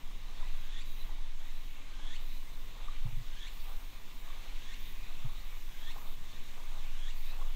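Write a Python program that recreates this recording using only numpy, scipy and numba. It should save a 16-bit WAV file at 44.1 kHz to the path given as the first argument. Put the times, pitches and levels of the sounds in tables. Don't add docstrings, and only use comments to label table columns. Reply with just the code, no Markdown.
import sys
import numpy as np
from scipy import signal
from scipy.fft import rfft, irfft, next_fast_len
from scipy.io import wavfile
from scipy.ndimage import uniform_filter1d
from numba import njit

SR = 44100
rng = np.random.default_rng(int(sys.argv[2]) if len(sys.argv) > 2 else 0)


def rack_gain(trim_db):
    fader = np.asarray(trim_db, float)
    return 10 ** (fader / 20)


def pcm_store(signal):
    levels = np.round(np.clip(np.atleast_2d(signal), -1, 1) * 32767)
    wavfile.write(sys.argv[1], SR, levels.astype(np.int16).T)


N = 332955
T = np.arange(N) / SR

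# (frequency [Hz], level [dB per Hz])
AIR_SPECTRUM = [(24, -29.5), (40, -7.5), (52, -24.5), (70, -22), (80, -19.5), (283, -29), (496, -35.5),
                (793, -40), (1120, -30), (1500, -58), (1950, -64), (3300, -120)]
AIR_DB = -61
HUM_DB, HUM_FADES_DB_S, HUM_WAVER_DB = -72, -0.95, 3

# (time [s], hold [s], level [dB], fade [s per 20 dB]); fade < 0 stays on
TREMORS = [(0, .01, -34.5, 0.8), (0.446, 0.079, -29, 1.7), (1.16, 0.33, -31.5, 0.6),
           (2.077, 0.017, -29, 1.3), (2.94, 0.09, -30, 0.8), (3.663, 0.067, -32.5, 0.1),
           (4.155, 0.071, -36, 2.2), (4.54, 0.095, -38.5, 0.1), (4.77, 0.018, -38, -2.5),
           (5.227, 0.024, -29.5, 0.24), (5.85, 0.35, -34.5, 0.3), (6.68, 0.24, -30, -1.8),
           (7.48, 0.045, -30, -7)]
# (time [s], hold [s], level [dB])
JOLTS = [(0, .01, -52), (0.167, .01, -51), (.34, .05, -32), (1.027, 0.018, -34.5), (1.28, .01, -43.5),
         (1.988, .01, -34), (2.5, 0.12, -43), (2.797, 0.41, -32.5), (3.25, 0.26, -37.5), (3.82, .03, -34),
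         (4.25, 0.11, -46), (4.51, .01, -30), (4.71, .01, -39), (4.966, .02, -36.5), (5.367, 0.011, -33),
         (5.66, .01, -29.5), (6.356, .02, -41), (7.36, .01, -46.5), (7.54, .01, -41)]
TREMOR_RISE_S, JOLT_RISE_S, JOLT_FADE_S = 0.31, .25, 0.13
STILL_TREMOR_DB = -53.5
ARM_HZ = 36

# (time [s], level [dB])
CHORUS_LEVEL = [(0, -62.5), (.4, -59), (1.14, -61.5), (3.09, -60), (4.25, -60), (4.58, -59), (5.38, -58.5),
                (6.08, -62), (6.5, -58.5), (7.55, -60)]
# (frequency [Hz], level [dB per Hz])
LOW_THRONG = [(760, 0), (1300, -15), (1430, -6), (2190, 1.5), (3230, -0.5), (3650, 2.5), (4420, -6),
              (5200, -16), (6760, -8), (11400, -120)]
HIGH_THRONG = [(2820, -16), (4800, -2.5), (5160, -1.5), (6750, 0), (10900, -11.5), (12500, -8.5),
               (16200, -40), (22000, -120)]
SWELL_DB, SWELL_RISE_S, SWELL_FADE_S = -60, 1.1, 0.57
HIGH_DB, HIGH_SHARE, HIGH_GROWS_DB_S = -67.5, 0.35, 0.3
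# (time [s], hold [s], level [dB], rise [s per 20 dB], fade [s per 20 dB])
BUZZES = [(.57, 0.12, -66.5, .35, 0), (.865, .18, -62.5, .05, 0.19), (1.47, .25, -67.5, .25, .25),
          (2.23, 0.13, -63, .11, 0.41), (2.64, .02, -66, .8, .3), (3.07, .05, -66, .35, 1),
          (3.53, .17, -61.5, .09, 0.36), (3.8, .05, -65.5, .3, 1.2), (4.14, .09, -66, .08, .7),
          (4.81, 0.11, -61, .13, 0.23), (5.57, .3, -65.5, 1.2, .3), (5.99, 0.13, -61.5, .15, 0.1),
          (7.17, .12, -60.5, .11, .25), (7.46, .04, -66, .3, .4)]
# (time [s], level [dB])
FAR_BUZZ = [(0, -69), (.8, -74.5), (2.1, -75), (3.4, -71), (4.6, -68.5), (5.4, -66.5), (6.9, -66),
            (7.12, -72), (7.55, -70)]
# (frequency [Hz], level [dB per Hz])
BUZZ_SPECTRUM = [(7000, -33), (9000, -15.5), (11200, -17), (12500, -12), (13500, -6.5), (14600, -6),
                 (15700, -10)]

# (time [s], peak level [dB], ring [Hz], sharp edge [dB])
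STONES = [(0.109, -48, 1120, -4), (0.219, -65, 1080, -15), (0.429, -43.5, 990, -12), (0.467, -54, 810, -9),
          (1.091, -48, 875, -8), (1.182, -52, 890, -14), (1.992, -54, 880, -12), (2.755, -51, 1050, -19),
          (2.883, -36.5, 1170, -28), (3.693, -48, 1020, -0.5), (3.734, -53, 970, -17),
          (4.277, -48, 1080, -15), (4.302, -43, 1110, -15), (4.333, -50, 1110, -14), (4.457, -54, 920, -15),
          (5.25, -59, 1170, -18), (5.295, -47, 1110, -12), (5.883, -48, 1170, -10), (5.907, -48, 920, -5),
          (5.962, -41.5, 830, -17.5), (5.963, -43, 1050, -14), (5.982, -42.5, 1050, -12),
          (6.599, -45, 970, -12), (6.74, -52, 1250, -12), (6.854, -58, 950, -16), (7.389, -49, 832, -16),
          (7.413, -41, 1094, -18), (7.422, -43, 1130, -19), (7.461, -53, 815, -8)]
# (frequency [Hz], width [Hz], level [dB])
GRAVEL_MODES = [(568, 360, -3), (677, 340, -2.5), (950, 600, 5.5), (1170, 62, -1.5), (2220, 5300, -25)]
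# (heel time [s], heel level [dB], roll to the ball of the foot [s], ball level [dB])
STEPS = [(.31, -61.5, 0.1, -57.5), (1.11, -59.5, 0.092, -59), (1.9, -66, 0.1, -54.5),
         (2.78, -57.5, 0.069, -59), (3.64, -58.5, .1, -63), (4.29, -58, .17, -54),
         (5.19, -59.5, 0.068, -56), (5.87, -62, 0.093, -52.5), (6.6, -58, 0.17, -56.5),
         (7.34, -58.5, 0.073, -55)]
# (time [s], level [dB])
SCUFFS = [(.12, -66), (1.45, -61), (1.66, -73), (3.51, -62), (4.63, -64), (5.11, -57.5), (5.53, -60),
          (6.88, -58.5), (2.92, -62), (4.52, -60), (7.5, -62)]
HEEL_RISE_S, HEEL_FADE_S, BALL_RISE_S, BALL_FADE_S, SCUFF_S = 0.17, 0.62, 0.046, 0.048, 0.06
PUSH_OFF_S, PUSH_OFF_DB, PUSH_FADE_S = 0.054, -7.5, 0.19
SETTLING_DB, SLIP_DB = -65, 1.5

# (end time [s], level [dB], time stretch [factor], pitch [factor], second resonance [dB])
WHOOPS = [(.49, -63, 1.05, 1.07, 3), (0.826, -54, 0.94, 1.01, 3), (1.52, -62, 0.85, 1.08, -2),
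          (2.168, -54, 1.03, 1.0, 3.5), (3.486, -54, 0.83, 0.99, 4), (4.45, -62, 0.8, 1.18, -4),
          (4.748, -53.5, .7, 1.01, -0.5), (5.925, -54.5, 0.83, 1.005, 3.5), (6.4, -60.5, 0.72, 1.01, -12),
          (7.112, -55, 0.85, .97, 4)]
# (rest [Hz], slow climb [Hz], final leap [Hz], level [dB], change in the leap [dB])
ABDOMEN_MODES = [
    (1450, 450, 1230, -2.5, 0.5),
    (2900, 720, 1000, 0.5, -11),
    (5900, 800, 800, -15.5, 4),
]
# (time from the end [s], level [dB])
EFFORT = [(-.3, -25), (-.2, -14), (-.13, -7), (-.08, -2.5), (-.03, 2.5)]
WHOOP_S, LEAP_S, CUT_S, CLIMB_CURVE = .3, .036, .004, 1.1
TOP_EFFORT_SHARE, LEAD_DB, CUT_DB = 0.37, 9, -20

# (start [s], end [s], start pitch [Hz], end pitch [Hz], level [dB])
WHISTLES = [(.83, .99, 3860, 3950, -67.5), (.99, 1.035, 3960, 4000, -58.5),
            (1.763, 1.785, 2730, 2800, -62.5), (2.25, 2.39, 3850, 4070, -63),
            (2.458, 2.49, 2080, 2100, -64), (3.59, 3.63, 4500, 4370, -65), (4.782, 4.93, 3680, 3820, -69),
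            (4.92, 5.12, 2510, 2620, -65), (5.12, 5.237, 2650, 3320, -65), (5.349, 5.41, 3750, 4580, -61),
            (5.37, 5.46, 1950, 2610, -65), (6.06, 6.098, 3730, 3700, -58), (6.28, 6.38, 3550, 4200, -62.5),
            (7.18, 7.21, 4420, 4460, -65), (7.22, 7.33, 3680, 4380, -58), (7.23, 7.37, 2500, 2870, -59)]

# (time [s], peak level [dB], pitch [Hz])
KNOCKS = [(3.052, -32, 115), (3.08, -40.5, 118), (3.126, -38.5, 107), (3.17, -39, 116), (3.2, -41, 115),
          (5.246, -33.5, 116.6)]
TOP_HZ = 15740


def unit(x):
    return x / np.sqrt(np.mean(x ** 2))


def curves(table):
    s, *columns = np.transpose(table)
    return [np.interp(T, s, c) for c in columns]


def colour(points, source=None):
    hz, db = np.transpose(points)
    bins_hz = np.maximum(np.arange(N // 2 + 1) * SR / N, 1e-3)
    gain = rack_gain(np.interp(np.log(bins_hz), np.log(hz), db, left=-120, right=-120))
    if source is None:
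        source = rng.standard_normal(N)
    return unit(irfft(rfft(source) * gain, N))


@njit
def svf(x, hz, width, rate):
    y, band, low = np.empty(len(x)), 0., 0.
    for i in range(len(x)):
        g = np.tan(np.pi * hz[i] / rate)
        k = width / hz[i]
        v = (band + g * (x[i] - low)) / (1 + g * (g + k))
        low += 2 * g * v
        band = 2 * v - band
        y[i] = k * v
    return y


def ring(x, hz, width_hz):
    return svf(x, hz + np.zeros(len(x)), 1. * width_hz, 1. * SR)


def walk(rate):
    k = int(SR / rate)
    held = np.repeat(rng.standard_normal(N // 200)[:N // k + 1], k)
    return unit(uniform_filter1d(uniform_filter1d(held, k), k)[:N])


def bursts(start, hold, db, rise, fade):
    t = T[::64, None]
    below = np.maximum(np.maximum((start - t) / rise, (t - start - hold) / fade), 0)
    power = np.sum(rack_gain(db - 20 * below) ** 2, axis=1)
    return np.interp(T, t[:, 0], np.sqrt(power))


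def tymbal(click_hz, rough, depth):
    phase = np.cumsum(click_hz * (1 + rough * walk(60))) / SR % 1
    pulse = np.exp(-phase / 0.9)
    return unit(rng.standard_normal(N) * (1 - depth + depth * pulse))


def warble(hz, drift, flutter_db):
    phase = 2 * np.pi * np.cumsum(hz * (1 + drift)) / SR
    return np.sqrt(2) * np.sin(phase) * rack_gain(flutter_db)


def far_air():
    air = colour(AIR_SPECTRUM) * rack_gain(AIR_DB + 2.5 + 1.35 * walk(4.94))
    hum = colour([(240, -35.0), (265, 1.5), (285, 4.0), (310, -21)])
    return air + hum * rack_gain(HUM_DB + HUM_FADES_DB_S * T + HUM_WAVER_DB * walk(7))


def steady(x):
    return unit(x / (.15 + np.abs(signal.hilbert(x, next_fast_len(N))[:N])))


def hand_sway():
    start, hold, db, fade = np.transpose(TREMORS)
    swing = bursts(start, hold, db, TREMOR_RISE_S, fade) + rack_gain(STILL_TREMOR_DB)
    jolt = bursts(*np.transpose(JOLTS), JOLT_RISE_S, JOLT_FADE_S)
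    tremor = colour([(10, -14.5), (12.5, -6.0), (15, -3.0), (17.5, -15.0), (20, -32.0)])
    shake = colour([(19, -5), (24, 0.0), (29, -0.5), (32.5, -2), (35, -11.5), (39, -22.5), (48, -28)])
    drift = rack_gain(-40.5) * colour([(.6, -4.0), (4, -2.5), (9, 5.0), (11, -2.0)])
    sway = steady(tremor) * swing + steady(shake) * (jolt * rack_gain(-9.5) + rack_gain(-53.5)) + drift
    sway *= 1 - np.exp(-(T / .03) ** 2)
    return signal.sosfilt(signal.butter(6, ARM_HZ, fs=SR, output="sos"), sway)


def patchy(low_hz, high_hz, flicker_db, count):
    centres = np.geomspace(low_hz, high_hz, count)
    return sum(ring(rng.standard_normal(N), hz, hz / 9) * rack_gain(flicker_db * walk(22)) for hz in centres)


def throngs():
    end, db = np.transpose(WHOOPS)[:2]
    swell = bursts(end, 0, SWELL_DB + db - db.max(), SWELL_RISE_S, SWELL_FADE_S)
    level = np.hypot(rack_gain(curves(CHORUS_LEVEL)[0]), swell)
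    low = colour(LOW_THRONG, patchy(1200, 5500, flicker_db=2.2, count=18))
    low = low * level * rack_gain(.7 + .5 * walk(14))
    high = colour(HIGH_THRONG, patchy(4480, 12950, flicker_db=1.45, count=12))
    high = high * rack_gain(HIGH_DB + HIGH_GROWS_DB_S * T + 0.23 * walk(11.0))
    high = high * (level / level.mean()) ** HIGH_SHARE
    hiss = rack_gain(-81.5) * colour([(9000, -11), (12000, -19), (16000, -9)])
    return low + high + hiss


def high_buzz():
    buzz = colour(BUZZ_SPECTRUM, tymbal(click_hz=144, rough=0.07, depth=0.31)) * rack_gain(-2.0)
    return buzz * np.hypot(bursts(*np.transpose(BUZZES)), rack_gain(curves(FAR_BUZZ)[0]))


def grains(per_s, spread_db):
    hit = rng.random(N) < per_s / SR
    size_db = spread_db * np.minimum(rng.exponential(size=N), 3)
    return unit(hit * rng.choice([-1, 1], N) * rack_gain(size_db))


def gravel_bed(x):
    return sum(rack_gain(db) * ring(ring(x, hz, width), hz, 1.8 * width) for hz, width, db in GRAVEL_MODES)


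def tread():
    heel, heel_db, roll, ball_db = np.transpose(STEPS)
    scuff, scuff_db = np.transpose(SCUFFS)
    ball = heel + roll
    parts = [bursts(heel, 0, heel_db, HEEL_RISE_S, HEEL_FADE_S),
             bursts(ball, 0, ball_db, BALL_RISE_S, BALL_FADE_S),
             bursts(ball + PUSH_OFF_S, 0, ball_db + PUSH_OFF_DB, BALL_RISE_S, PUSH_FADE_S),
             bursts(scuff, 0, scuff_db, SCUFF_S, SCUFF_S),
             rack_gain(SETTLING_DB)]
    return np.sqrt(sum(p ** 2 for p in parts)) * rack_gain(SLIP_DB * walk(25))


def footsteps():
    crunch = unit(gravel_bed(grains(per_s=1100, spread_db=1.5))) * tread() * rack_gain(-1.26)
    t = T[:SR // 30]
    for s, db, hz, edge_db in STONES:
        i = int(s * SR)
        snap = np.sin(2 * np.pi * hz * t) * (t / 0.0019) * np.exp(1 - t / 0.0022)
        hiss = ring(rng.standard_normal(len(t)), 4000, 2000)
        edge = 2.9 * hiss * (t / 0.0014) * np.exp(1 - t / 0.0011)
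        crunch[i:i + len(t)] += rack_gain(db - 4.5) * (snap + rack_gain(edge_db) * edge)[:N - i]
    return crunch


def abdomen(s):
    climb = np.clip(1 + s / WHOOP_S, 0, 1) ** CLIMB_CURVE
    leap = np.clip(1 + (s - CUT_S / 2) / LEAP_S, 0, 1) ** 1.3
    effort_db = np.interp(s, *np.transpose(EFFORT))
    cut_db = CUT_DB * np.clip(s / CUT_S + .25, 0, 1)
    pitches = [hz + up * climb + jump * leap for hz, up, jump, _, _ in ABDOMEN_MODES]
    levels = [db + share * effort_db + jump_db * np.sqrt(leap) + cut_db
              for share, (*_, db, jump_db) in zip((1, 1, TOP_EFFORT_SHARE), ABDOMEN_MODES)]
    return pitches + levels


def whoops():
    out = np.zeros(N)
    clicks = tymbal(click_hz=338, rough=.06, depth=0.47)
    drift = .012 * walk(150) + .015 * walk(25)
    flutter_db = 2.2 * walk(110)
    for end, db, stretch, pitch, second_db in WHOOPS:
        span = slice(int((end - WHOOP_S * stretch) * SR), int((end + 0.04) * SR))
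        low, mid, high, low_db, mid_db, high_db = abdomen((T[span] - end) / stretch)
        low, mid = pitch * low, pitch * mid
        low_db = low_db + LEAD_DB * np.clip((end - T[span]) / 0.22 - .4, 0, 1)
        rasp, bend, flutter = clicks[span], drift[span], flutter_db[span]
        first = warble(low, bend, flutter) + .8 * unit(ring(rasp, low, 220))
        second = 0.43 * warble(mid, bend, flutter[::-1]) + unit(ring(ring(rasp, mid, 370), mid, 700))
        third = unit(ring(ring(rasp, high, 520), high, 1200))
        third = third + rack_gain(4.5) * unit(ring(rasp, 0.88 * high, 930))
        voice = rack_gain(low_db) * first + rack_gain(mid_db + second_db) * second + rack_gain(high_db + 0.5) * third
        out[span] += rack_gain(db - 4.0) * voice
    return out


def whistles():
    drift, flutter_db = .008 * walk(150), 2.5 * walk(110)
    rasp = rng.standard_normal(N)
    when, length, pitch, bend, size = rng.random((160, 5)).T
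    start, hz = when * (T[-1] - .15), 1700 + 2400 * pitch ** .6
    faint = np.transpose([start, start + .02 + .05 * length, hz, hz * (1 + .1 * bend), -73 + 4.0 * size])
    out = np.zeros(N)
    for start, end, hz0, hz1, db in [*WHISTLES, *faint]:
        span = slice(int(start * SR), int(end * SR))
        part = np.clip((T[span] - start) / (end - start), 0, 1)
        hz = hz0 + (hz1 - hz0) * part ** 4.5
        note = .7 * warble(hz, drift[span], flutter_db[span]) + .7 * unit(ring(rasp[span], hz, 180))
        out[span] += rack_gain(db) * note * np.abs(np.sin(np.pi * part)) ** 0.2
    return out


def grip_knocks():
    out = np.zeros(N)
    t = T[:SR // 12]
    for s, db, hz in KNOCKS:
        i = int((s - .004) * SR)
        swell = (t / 0.012) ** 2 * np.exp(2 - 2 * t / 0.012)
        wobble = np.sin(2 * np.pi * 1.127 * hz * t * (1 - 2.2 * t))
        out[i:i + len(t)] += rack_gain(db) * swell * wobble
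    return out


def leafy_echo(near):
    t = T[:SR // 4]
    leaves = rng.standard_normal(len(t)) * np.exp(-np.log(1000) * t / .25)
    return rack_gain(-7) * signal.fftconvolve(near, leaves / np.sqrt(np.sum(leaves ** 2)))[:N]


def scene():
    background = far_air() + hand_sway() + throngs() + high_buzz()
    steps = footsteps()
    near = whoops() + whistles() + rack_gain(-5.5) * steps
    mix = background + near + rack_gain(-9.5) * steps + leafy_echo(near) + grip_knocks()
    return mix[None]


def top_cut(x):
    return signal.sosfilt(signal.butter(12, 16360, fs=SR, output="sos"), x)


def record(dry):
    low_pass = signal.ellip(10, .2, 60, TOP_HZ, fs=SR, output="sos")
    mix = signal.sosfilt(low_pass, dry)
    return top_cut(mix)


dry = scene()
out = record(dry)
pcm_store(out)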